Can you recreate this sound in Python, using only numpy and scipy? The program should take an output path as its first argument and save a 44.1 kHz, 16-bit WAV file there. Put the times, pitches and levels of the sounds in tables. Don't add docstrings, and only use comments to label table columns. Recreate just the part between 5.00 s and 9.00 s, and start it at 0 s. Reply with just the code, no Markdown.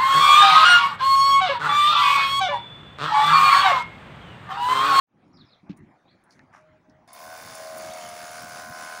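import sys
import numpy as np
from scipy import signal
from scipy.fft import rfft, irfft, next_fast_len
from scipy.io import wavfile
from scipy.ndimage import uniform_filter1d, map_coordinates

SR = 44100
rng = np.random.default_rng(int(sys.argv[2]) if len(sys.argv) > 2 else 0)


def rack_gain(trim_db):
    fader = np.asarray(trim_db, float)
    return 10 ** (fader / 20)


def store_wav(level_fs):
    pcm = np.round(np.clip(np.atleast_2d(level_fs), -1, 1) * 32767)
    wavfile.write(sys.argv[1], SR, pcm.T.astype(np.int16))


N = 176400
T = np.arange(N) / SR

# start_s, level_db (relative), centre_hz
NOISE_BURSTS = [(2.075, -56, 9600), (2.13, -34, 11900), (2.55, -34.5, 8800), (2.778, -32, 11600),
                (2.934, -36.5, 7250), (3.087, -36.5, 8267)]


def unit(x):
    return x / np.sqrt(np.mean(x ** 2) + 1e-20)


def curves(rows):
    s, *columns = np.transpose(rows)
    return [np.interp(T, s, column) for column in columns]


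def wobble(rate):
    knots = rng.standard_normal(int(N * rate / SR) + 4)
    return map_coordinates(knots, [T * rate])


def filtered(x, response):
    m = next_fast_len(N + SR // 2)
    return irfft(rfft(x, m) * response(np.fft.rfftfreq(m, 1 / SR)), m)[:N]


def coloured(x, points):
    f, gain_db = np.transpose(points)
    return filtered(x, lambda hz: rack_gain(np.interp(np.log(hz + 1), np.log(f + 1), gain_db)))


def ring(x, hz, width_hz):
    return filtered(x, lambda f: (1j * f * width_hz / (hz * hz - f * f + 1j * f * width_hz)) ** 2)


def band(hz, octaves):
    def bell(f):
        return np.exp(-.5 * (np.log2((f + 1) / hz) / octaves) ** 2)
    return unit(filtered(rng.standard_normal(N), bell))


def rush(spectrum, patchy_db):
    z = signal.stft(rng.standard_normal(N), nperseg=512)[2]
    field = uniform_filter1d(rng.standard_normal(z.shape), 6, 0)
    field = uniform_filter1d(field, 10, 1)
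    patchy = signal.istft(z * rack_gain(patchy_db * unit(field)), nperseg=512)[1][:N]
    return unit(coloured(patchy, spectrum))


def burst(s, rise, hold, t60):
    return np.clip((T - s) / rise, 0, 1) * rack_gain(-60 * np.clip(T - s - hold, 0, None) / t60)


def casing_rings(turns, levels):
    # freq_hz, width_hz (of each filter pass), return_lag_cycles (of the ring)
    casing = [(630.6, 110, 0.05), (713.6, 53, 0), (1047, 130, 0.06), (1495, 150, 0.3)]
    scatter_db, lag_cycles = 1.3, 2.8
    half = np.arange(int(2 * turns[-1]))
    at = np.interp(half / 2, turns, T)
    at = np.clip(np.round(at * SR), 0, N - 1).astype(int)
    out = 0
    for level_db, (hz, width, late) in zip(levels, casing):
        struck_at = at + half % 2 * round(late * SR / hz)
        force = rack_gain(scatter_db * rng.standard_normal(len(half)))
        strokes = np.bincount(struck_at, force, N)[:N]
        answer = np.roll(ring(strokes, hz, width), round(lag_cycles * SR / hz))
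        out = out + rack_gain(level_db) * unit(answer)
    return out


def turn_clatter(turns):
    steps, gathering = 1024, .45
    patterns = rng.standard_normal((5, steps))
    clatter = map_coordinates(patterns, [T, turns % 1 * steps], order=1, mode="grid-wrap")
    return clatter * (1 + gathering * np.cos(4 * np.pi * (turns - .1)))


def motor_rattle(turns, settled):
    # freq_hz, gain_db (relative)
    rattle_spectrum = [(300, -73), (450, -8.5), (2200, -10), (2800, -17.5), (4000, -16), (5200, -10.5),
                       (10500, -15), (13000, -37)]
    # freq_hz, gain_db (relative)
    clatter_spectrum = [(450, -12), (800, 7), (2300, -3.5), (5300, -17), (7000, -60)]
    # freq_hz, early_db, settled_db (both relative to the rattle)
    shell = [(2165, -12.5, -13), (3600, -12.5, -21.5), (4500, -13, -15.5), (5070, -11, -17.5)]
    depth, clatter_db, shell_width_hz = .3, -1, 130
    clatter = turn_clatter(turns)
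    beat = np.cos(2 * np.pi * (turns - .1)) ** 2
    gate = 1 + depth * np.cos(4 * np.pi * (turns - .1))
    rattle = gate * rush(rattle_spectrum, patchy_db=1.58)
    rattle = rattle + rack_gain(clatter_db) * unit(coloured(clatter, clatter_spectrum))
    for hz, early_db, late_db in shell:
        level_db = early_db + (late_db - early_db) * settled
        rattle = rattle + rack_gain(level_db) * unit(ring(clatter * beat, hz, shell_width_hz))
    return rattle


def whine(turns):
    order, start_s, level_db = 61, 3.2, -62
    onset = np.clip((T - start_s) / 0.1, 0, 1)
    return rack_gain(level_db + wobble(20.47)) * onset * np.sin(2 * np.pi * order * turns)


def pump():
    # time_s, turns_per_s, then four columns of level_db
    shaft = [(2.08, 29.72, -65, -56, -58.5, -71), (2.2, 39.9, -52, -51.5, -49.5, -56.5),
             (2.33, 40.76, -47, -41.5, -53, -47), (2.45, 40.63, -56.5, -52.5, -54, -56),
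             (2.6, 40.02, -42, -51, -53, -55), (2.78, 39.78, -39, -46, -52, -51),
             (2.95, 39.92, -40.5, -42.5, -67, -59), (3.03, 38.99, -46, -43.5, -80, -58),
             (3.4, 39.4, -51.5, -46, -54, -46), (3.77, 39.8, -51.5, -48.5, -47, -44.5)]
    # time_s, level_db
    rattle_level = [(2.08, -60.5), (2.125, -58.5), (2.16, -50), (2.5, -45.5), (2.9, -44.5)]
    start_s, settle_s = 2.077, 3
    speed, *levels = curves(shaft)
    turns = np.cumsum(speed) / SR
    settled = np.clip((T - start_s) / (settle_s - start_s), 0, 1)
    tones = casing_rings(turns, levels) + whine(turns)
    rattle = rack_gain(curves(rattle_level)[0] + wobble(13)) * motor_rattle(turns, settled)
    return (T > start_s) * (tones + rattle)


def noise_burst(s, db, hz):
    return rack_gain(db - 3.5) * burst(s, 0.0019, 0.0021, 0.05) * band(hz, 0.44)


def switch_click():
    return noise_burst(*NOISE_BURSTS[0])


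def nozzle():
    jet_s, jet_db, jet_hz = 2.128, -52, 12790
    opening = np.clip((T - jet_s) / .004, 0, 1)
    hiss = rack_gain(jet_db + 0.43 * wobble(30.34) + 3.7 * wobble(350)) * opening * band(jet_hz, 0.29)
    return hiss + sum(noise_burst(*row) for row in NOISE_BURSTS[1:])


def sing(rows):
    hz, db = curves(rows)
    inside = (T > rows[0][0]) & (T < rows[-1][0])
    phase = 2 * np.pi * np.cumsum(hz * (1 + 0.0204 * wobble(700))) / SR
    return inside * rack_gain(db + 4 + 2.5 * wobble(300)) * np.sin(phase)


def small_bird():
    # time_s (from its start), pitch_hz, level_db (relative)
    chirp_shape = [(0, 5800, -21.5), (.016, 4900, -12), (.027, 5500, -12), (.043, 4700, -8),
                   (.051, 3200, -14), (.064, 4500, -7.5), (.085, 3800, -2.5), (0.107, 3050, -18)]
    # start_s, level_db (relative)
    chirps = [(0.329, -54.5), (0.449, -57)]
    # time_s, pitch_hz, level_db (relative)
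    whistle = [(1.05, 3600, -87), (1.098, 4100, -66.5), (1.113, 4550, -67.5), (1.131, 3770, -73)]
    # time_s, pitch_hz, level_db (relative)
    second_voice = [(1.08, 3150, -67.5), (1.108, 4180, -77)]
    # start_s, pitch_hz
    pips = [(2.897, 3270), (2.914, 3735), (3.01, 3120), (3.053, 3110)]
    pip_db, pip_s = -52, .012
    echo_t60_s, echo_db = 0.24, -2
    song = sum(sing([(s + t, hz, db + d) for t, hz, d in chirp_shape]) for s, db in chirps)
    song = song + sing(whistle) + sing(second_voice)
    song = song + sum(sing([(s, hz, pip_db), (s + pip_s, hz, pip_db)]) for s, hz in pips)
    t = T[:SR // 2]
    tail = rng.standard_normal(len(t)) * rack_gain(-60 * t / echo_t60_s)
    echo = signal.fftconvolve(song, tail / np.linalg.norm(tail))[:N]
    return song + rack_gain(echo_db) * echo


def dove():
    # start_s, length_s (rise and hold), pitch_hz, level_db
    coos = [(1.57, 0.192, 622, -57), (1.845, 0.17, 624, -60.5)]
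    return sum(rack_gain(db + 1.3 * wobble(28.8)) * burst(s, 0.0085, length, 0.13) * np.sin(2 * np.pi * hz * T)
               for s, length, hz, db in coos)


def thuds():
    # start_s, level_db (relative)
    blows = [(0.292, -47.5), (0.632, -43), (0.697, -23.5), (0.708, -42)]
    # freq_hz, level_db (relative to the blow), t60_s
    modes = [(121, -13, 0.028), (190, 11, 0.041), (287, 2, 0.067)]
    out = 0
    for s, blow_db in blows:
        t = np.clip(T - s, 0, None)
        rise = 1 - np.exp(-t / 0.0065)
        for hz, mode_db, t60 in modes:
            out = out + rise * rack_gain(blow_db + mode_db - 60 * t / t60) * np.sin(2 * np.pi * hz * t)
    return out


def grit(hz):
    size_spread_db = 3.5
    return unit(rack_gain(size_spread_db * wobble(300)) * (band(hz, 0.65) + 0.6 * band(hz, 0.1)))


def scuffs():
    # start_s, length_s (scales the envelope), level_db, centre_hz
    rub_events = [(0.693, 0.033, -53.5, 2580), (0.764, 0.026, -65, 9000), (1.292, 0.12, -70.5, 6260),
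                  (1.521, 0.093, -51, 1150), (1.526, 0.089, -66.5, 5650)]
    # start_s, level_db (relative), centre_hz
    tick_events = [(1.238, -59.5, 9200), (1.308, -51, 4850), (1.324, -52.5, 4830), (1.3931, -45, 1690),
                   (1.897, -59, 5050)]
    tail = 2.5
    rubs = sum(rack_gain(db) * burst(s, 0.13 * length, .5 * length, tail * length) * grit(hz)
               for s, length, db, hz in rub_events)
    ticks = 0
    for s, db, hz in tick_events:
        snap = burst(s, 0.00023, 0, 0.0046) * band(hz, 1.0)
        ringing = .5 * burst(s, 0.00067, 0, .07) * band(hz, .2)
        ticks = ticks + rack_gain(db) * (snap + ringing)
    return rubs + ticks


def wind():
    # freq_hz, gain_db (relative)
    wind_spectrum = [(35, -12), (100, 1), (250, 2), (380, -5), (480, -36), (900, -88)]
    # time_s, level_db
    wind_level = [(.1, -60), (.42, -53), (.6, -69.5), (.72, -42.5), (.9, -51.5), (.93, -63.5), (1.7, -60),
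                  (2.1, -64.5), (2.4, -55), (4, -55)]
    rumble = unit(rack_gain(2.46 * wobble(30)) * rush(wind_spectrum, patchy_db=2.5))
    return rack_gain(curves(wind_level)[0]) * rumble


def yard():
    # freq_hz, gain_db (relative)
    far_spectrum = [(300, -8.5), (700, 2), (2400, -9.5), (2800, -19.5), (6500, -29), (9500, -36.5),
                    (15700, -44)]
    return rack_gain(-63 + 0.61 * wobble(4.09)) * rush(far_spectrum, patchy_db=4)


def scene():
    machine = pump() + switch_click() + nozzle()
    return (machine + small_bird() + dove() + thuds() + scuffs() + wind() + yard())[None]


def low_pass(x):
    return signal.sosfilt(signal.butter(12, 17090, fs=SR, output="sos"), x)


def record(dry):
    # freq_hz, gain_db
    mic_colour = [(25, -9), (100, -1), (6800, -0.5), (8100, -6.5), (9600, 0.5), (11500, -6.5), (13700, -15),
                  (14800, 0)]
    open_s, fade_in_s, top_hz = 0.068, 0.18, 15750
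    faded = dry[0] * np.clip((T - open_s) / fade_in_s, 0, 1)
    x = coloured(faded, mic_colour)
    mix = filtered(x, lambda hz: hz < top_hz)[None]
    return low_pass(mix)


dry = scene()
out = record(dry)
store_wav(out)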